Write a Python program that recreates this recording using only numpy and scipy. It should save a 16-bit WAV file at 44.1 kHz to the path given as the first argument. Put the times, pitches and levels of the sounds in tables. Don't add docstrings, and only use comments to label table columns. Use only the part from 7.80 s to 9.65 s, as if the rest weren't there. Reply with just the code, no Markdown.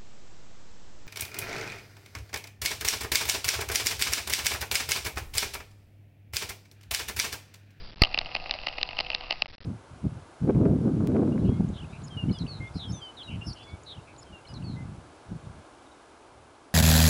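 import sys
import numpy as np
from scipy import signal
from scipy.fft import rfft, irfft
from scipy.io import wavfile
from scipy.ndimage import uniform_filter1d

SR = 44100
rng = np.random.default_rng(int(sys.argv[2]) if len(sys.argv) > 2 else 0)


def unload_wav(signal):
    wavfile.write(
        sys.argv[1],
        SR,
        np.round(np.clip(np.atleast_2d(signal).T, -1, 1) * 32767).astype(np.int16),
    )


N = 81585

# (time [s], level [dB], main ring [dB], treble [dB], main ring pitch [Hz])
BARREL_KNOCKS = [(0.2188, -0.5, 4, 6.5, 2510), (0.2361, 5, 3, 7, 2864), (0.2483, -6.5, 5.5, 3, 2880),
                 (0.2542, -10.5, 1.5, 0, 2960), (.3443, -3, 4, 3.5, 2650), (.3760, -1.5, 1, -3.5, 2725),
                 (0.4133, -7, -5, -0.5, 2844), (.4590, -13, 0.5, -2, 2830), (0.5161, -17, 0.5, -4.5, 2800),
                 (0.551, 0.5, -3.5, 2, 2530), (0.5631, -5, -1, -4, 2680), (0.5677, -10, -0.5, 0, 2960),
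                 (0.6589, -6.5, -8, -11.5, 2620), (.6949, -10, -0.5, -1, 2670), (0.7265, -16, -2, -9, 2820),
                 (0.7387, -6.5, -6, 3, 2770), (.788, -14, 2, -5, 2760), (0.8356, -15, -2, -8, 2800),
                 (0.8697, 0.5, -8.5, 2, 2496), (.8835, -7.5, 0.5, -1, 2810), (0.8871, -16, 8, 11, 2920),
                 (0.9266, -14, -2.5, -2, 2750), (.9837, -3, -3.5, -5.5, 2623), (1.0136, -9, 1, 1, 2860),
                 (1.0895, -10, -2, -3, 2876), (1.109, -16, -6.5, -2, 2750), (1.1315, -11, -5.5, -9, 2660),
                 (1.169, -15.5, 3, -0.5, 2920), (1.1890, 0, -1.5, 2.5, 2810), (1.2020, -2.5, -3.5, 2, 2910),
                 (1.2067, -1, -9, 5.5, 3000), (1.2666, -19.5, 7, -1, 2970), (1.3021, -3.5, 1, 1.5, 2680),
                 (1.3167, -12.5, 4, 1, 2865), (1.3323, -12.5, 4.5, -13, 2650),
                 (1.409, -11.5, -4, -1.5, 2910), (1.4591, -23.5, 3, -1, 2750), (1.5084, 2, -2.5, 2.5, 2848),
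                 (1.5205, -10.5, 3, -15, 2740), (1.5252, -4, -3.5, 3, 2780), (1.6210, 0.5, 3.5, 7, 2703),
                 (1.6577, -8.5, -9, -10, 2752)]
# (pitch [Hz], width [Hz], gain when knocked [dB], gain under running gears [dB])
BODY_MODES = [(342.6, 210, 0.5, -6.5), (725.4, 280, 10, 6), (1137, 230, 4.5, 0), (2141, 320, 8.5, 0),
              (2678, 380, 17, 6.5), (4504, 1100, 5, -1.5)]
# (time [s], level [dB])
GEAR_SNAPS = [(.3888, -0.5), (0.7107, -2), (1.0304, -0.5), (1.3485, -2)]
# (pitch [Hz], width [Hz], gain [dB])
SNAP_MODES = [(3996, 1270, 9.5), (3770, 3540, 7.5)]
# (pitch [Hz], width [Hz], gain [dB])
LATCH_MODES = [(740, 180, 17.5), (1230, 110, 19.5), (2067, 270, 22.5), (4480, 170, 23.5), (4796, 1040, 24)]
# (harmonic [multiple of the step rate], level [dB])
HUM_HARMONICS = [(2, -61), (3, -59), (4, -63), (5, -68), (11, -62)]
# (time [s], level [dB])
BARREL_SCRAPES = [(.3392, -33), (.5455, -29), (.8650, -29), (.9790, -34), (1.1830, -32), (1.5030, -29)]
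# (frequency [Hz], relative level [dB])
WIND_SPECTRUM = [(5, -0.5), (20, -0.5), (40, -6.5), (70, -16), (130, -16), (250, -29), (600, -31),
                 (1500, -46.5), (5000, -42)]
# (time [s], level [dB])
WIND_GUSTS = [(0, -38), (.15, -47.5), (.42, -40), (.8, -47), (1.3, -45.5), (1.6, -48.5), (1.72, -50),
              (1.85, -48)]

MAIN_MODE = 4
ENGAGE_S, LATCH_LAG_S = .2187, .0018
THUMP_DB, THUMP_RISE_S, REBOUND_DB, REBOUND_RISE_S = -5.5, .0013, -16, .0074
MOTOR_ON_S, MOTOR_OFF_S, MOTOR_RISE_S, MOTOR_FALL_S = .19, 1.662, .04, .12
STEP_HZ, HUM_WAVER, HUM_FLUTTER_DB = 250, .004, 3
TOOTH_HZ, TOOTH_JITTER_S, TOOTH_DB, TOOTH_SCATTER_DB = 51.33, .0023, -14.5, 2
GRIT_PER_S, GRIT_DB, GRIT_SCATTER_DB = 500, -25, 2.5
RUB_DB, RUB_FLUTTER_DB, COLOUR_FLUTTER_DB = -44, 3.5, 2.12
HISS_DB, OVERLOAD_AT, CLIP_AT, LOWPASS_HZ = -54, .755, .72, 16300
CONVERTER_STEP, CONVERTER_OFFSET = 1 / 128, -.002


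def barrel_knocks():
    out = np.zeros(N)
    for at, db, ring_db, treble_db, ring_hz in BARREL_KNOCKS:
        blow = taps(0, undb(db))[:SR // 25]
        start = int(at * SR)
        for k, (hz, width, mode_db, _) in enumerate(BODY_MODES):
            if k == MAIN_MODE:
                hz, mode_db = ring_hz, mode_db + ring_db
            elif k > MAIN_MODE:
                mode_db += treble_db
            out[start:start + len(blow)] += undb(mode_db) * ring(blow, hz, width)
    return out


def gear_snaps(jolt_db=-4, jolt_lag_s=.0006):
    at, db = np.array(GEAR_SNAPS).T
    blows = taps(at, undb(db))
    snap = sum(undb(mode_db) * ring(blows, hz, width) for hz, width, mode_db in SNAP_MODES)
    return snap + camera_body(taps(at + jolt_lag_s, undb(db + jolt_db)))


def zoom_engage(t):
    age = np.maximum(t - ENGAGE_S, 0)
    push = lambda rise: age / rise * np.exp(1 - age / rise)
    jolt = undb(REBOUND_DB) * push(REBOUND_RISE_S) - undb(THUMP_DB) * push(THUMP_RISE_S)
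    release = taps(ENGAGE_S + LATCH_LAG_S, 1)
    return jolt + sum(undb(db) * ring(release, hz, width) for hz, width, db in LATCH_MODES)


def gear_whirr():
    late, size = rng.standard_normal((128, 2)).T
    tooth_times = np.arange(len(late)) / TOOTH_HZ + TOOTH_JITTER_S * late
    teeth = taps(tooth_times, undb(TOOTH_DB + TOOTH_SCATTER_DB * size))
    grains = (rng.random(N) < GRIT_PER_S / SR) * rng.choice([-1, 1], N)
    grit = grains * undb(GRIT_DB + GRIT_SCATTER_DB * rng.standard_normal(N))
    rub = undb(RUB_DB) * rng.standard_normal(N)
    force = teeth + (grit + rub) * undb(RUB_FLUTTER_DB * wander(200))
    return sum(undb(db + COLOUR_FLUTTER_DB * wander(100)) * ring(force, hz, width)
               for hz, width, _, db in BODY_MODES)


def stepper_hum(t, swell_at_s=1.2, swell_s=.099, swell_db=4.5):
    phase = 2 * np.pi * np.cumsum(STEP_HZ * (1 + HUM_WAVER * wander(24))) / SR
    hum = np.zeros(N)
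    for harmonic, db in HUM_HARMONICS:
        peak = np.sqrt(2) * undb(db + HUM_FLUTTER_DB * wander(9))
        hum += peak * np.sin(harmonic * phase + rng.uniform(0, 2 * np.pi))
    return hum * undb(swell_db * np.exp(-((t - swell_at_s) / swell_s) ** 2))


def barrel_scrapes(t, length_s=.0067, low_cut_hz=1040):
    grip = np.zeros(N)
    for at, db in BARREL_SCRAPES:
        progress = np.clip((t - at) / length_s, 0, 1)
        grip += undb(db) * np.sqrt(np.abs(np.sin(np.pi * progress)))
    low_cut = signal.butter(2, low_cut_hz, "highpass", fs=SR, output="sos")
    return camera_body(signal.sosfilt(low_cut, grip * rng.standard_normal(N)))


def camera_whine(t, db=-38.5, end_s=.13, fade_s=.035):
    fade = np.clip((end_s - t) / fade_s, 0, 1)
    return undb(db) * fade * ring(rng.standard_normal(N), hz=4780, width_hz=250)


def wind(t):
    hz, db = np.array(WIND_SPECTRUM).T
    bins = np.maximum(np.fft.rfftfreq(N, 1 / SR), 1)
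    colour = undb(np.interp(np.log(bins), np.log(hz), db))
    air = irfft(rfft(rng.standard_normal(N)) * colour, N)
    gusts = undb(np.interp(t, *np.array(WIND_GUSTS).T))
    return air / air.std() * gusts


def camera_body(force):
    return sum(undb(db) * ring(force, hz, width) for hz, width, db, _ in BODY_MODES)


def undb(db):
    return 10 ** (np.asarray(db) / 20)


def ring(x, hz, width_hz):
    edges = np.clip([hz - width_hz / 2, hz + width_hz / 2], 20, .45 * SR)
    return signal.sosfilt(signal.butter(2, edges, "bandpass", fs=SR, output="sos"), x)


def taps(times, sizes):
    samples = np.round(np.atleast_1d(times) * SR).astype(int)
    return np.bincount(np.clip(samples, 0, N - 1), np.atleast_1d(sizes), N)


def wander(rate_hz):
    hold = int(SR / rate_hz)
    steps = np.repeat(rng.standard_normal(N // hold + 1), hold)
    smooth = uniform_filter1d(uniform_filter1d(steps, hold), hold)[:N]
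    return smooth / smooth.std()


def scene():
    t = np.arange(N) / SR
    background = wind(t) + camera_whine(t)
    clatter = barrel_knocks() + gear_snaps() + zoom_engage(t) + barrel_scrapes(t)
    running = np.clip(np.minimum((t - MOTOR_ON_S) / MOTOR_RISE_S, (MOTOR_OFF_S - t) / MOTOR_FALL_S), 0, 1)
    drive = running * (stepper_hum(t) + gear_whirr())
    return (clatter + drive + background)[None]


def record(dry):
    noisy = dry + undb(HISS_DB) * rng.standard_normal(N)
    overloaded = np.clip(noisy, -OVERLOAD_AT, OVERLOAD_AT)
    slow = signal.resample_poly(overloaded, 1, 4, axis=-1)
    coarse = np.round((slow + CONVERTER_OFFSET) / CONVERTER_STEP) * CONVERTER_STEP
    smoothing = signal.firwin(129, 1 / 4, window=("kaiser", 9))
    full_rate = signal.resample_poly(coarse, 4, 1, axis=-1, window=smoothing)[:, :N]
    lowpass = signal.ellip(8, .2, 70, LOWPASS_HZ, fs=SR, output="sos")
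    return signal.sosfilt(lowpass, np.clip(full_rate, -CLIP_AT, CLIP_AT))


dry = scene()
out = record(dry)
unload_wav(out)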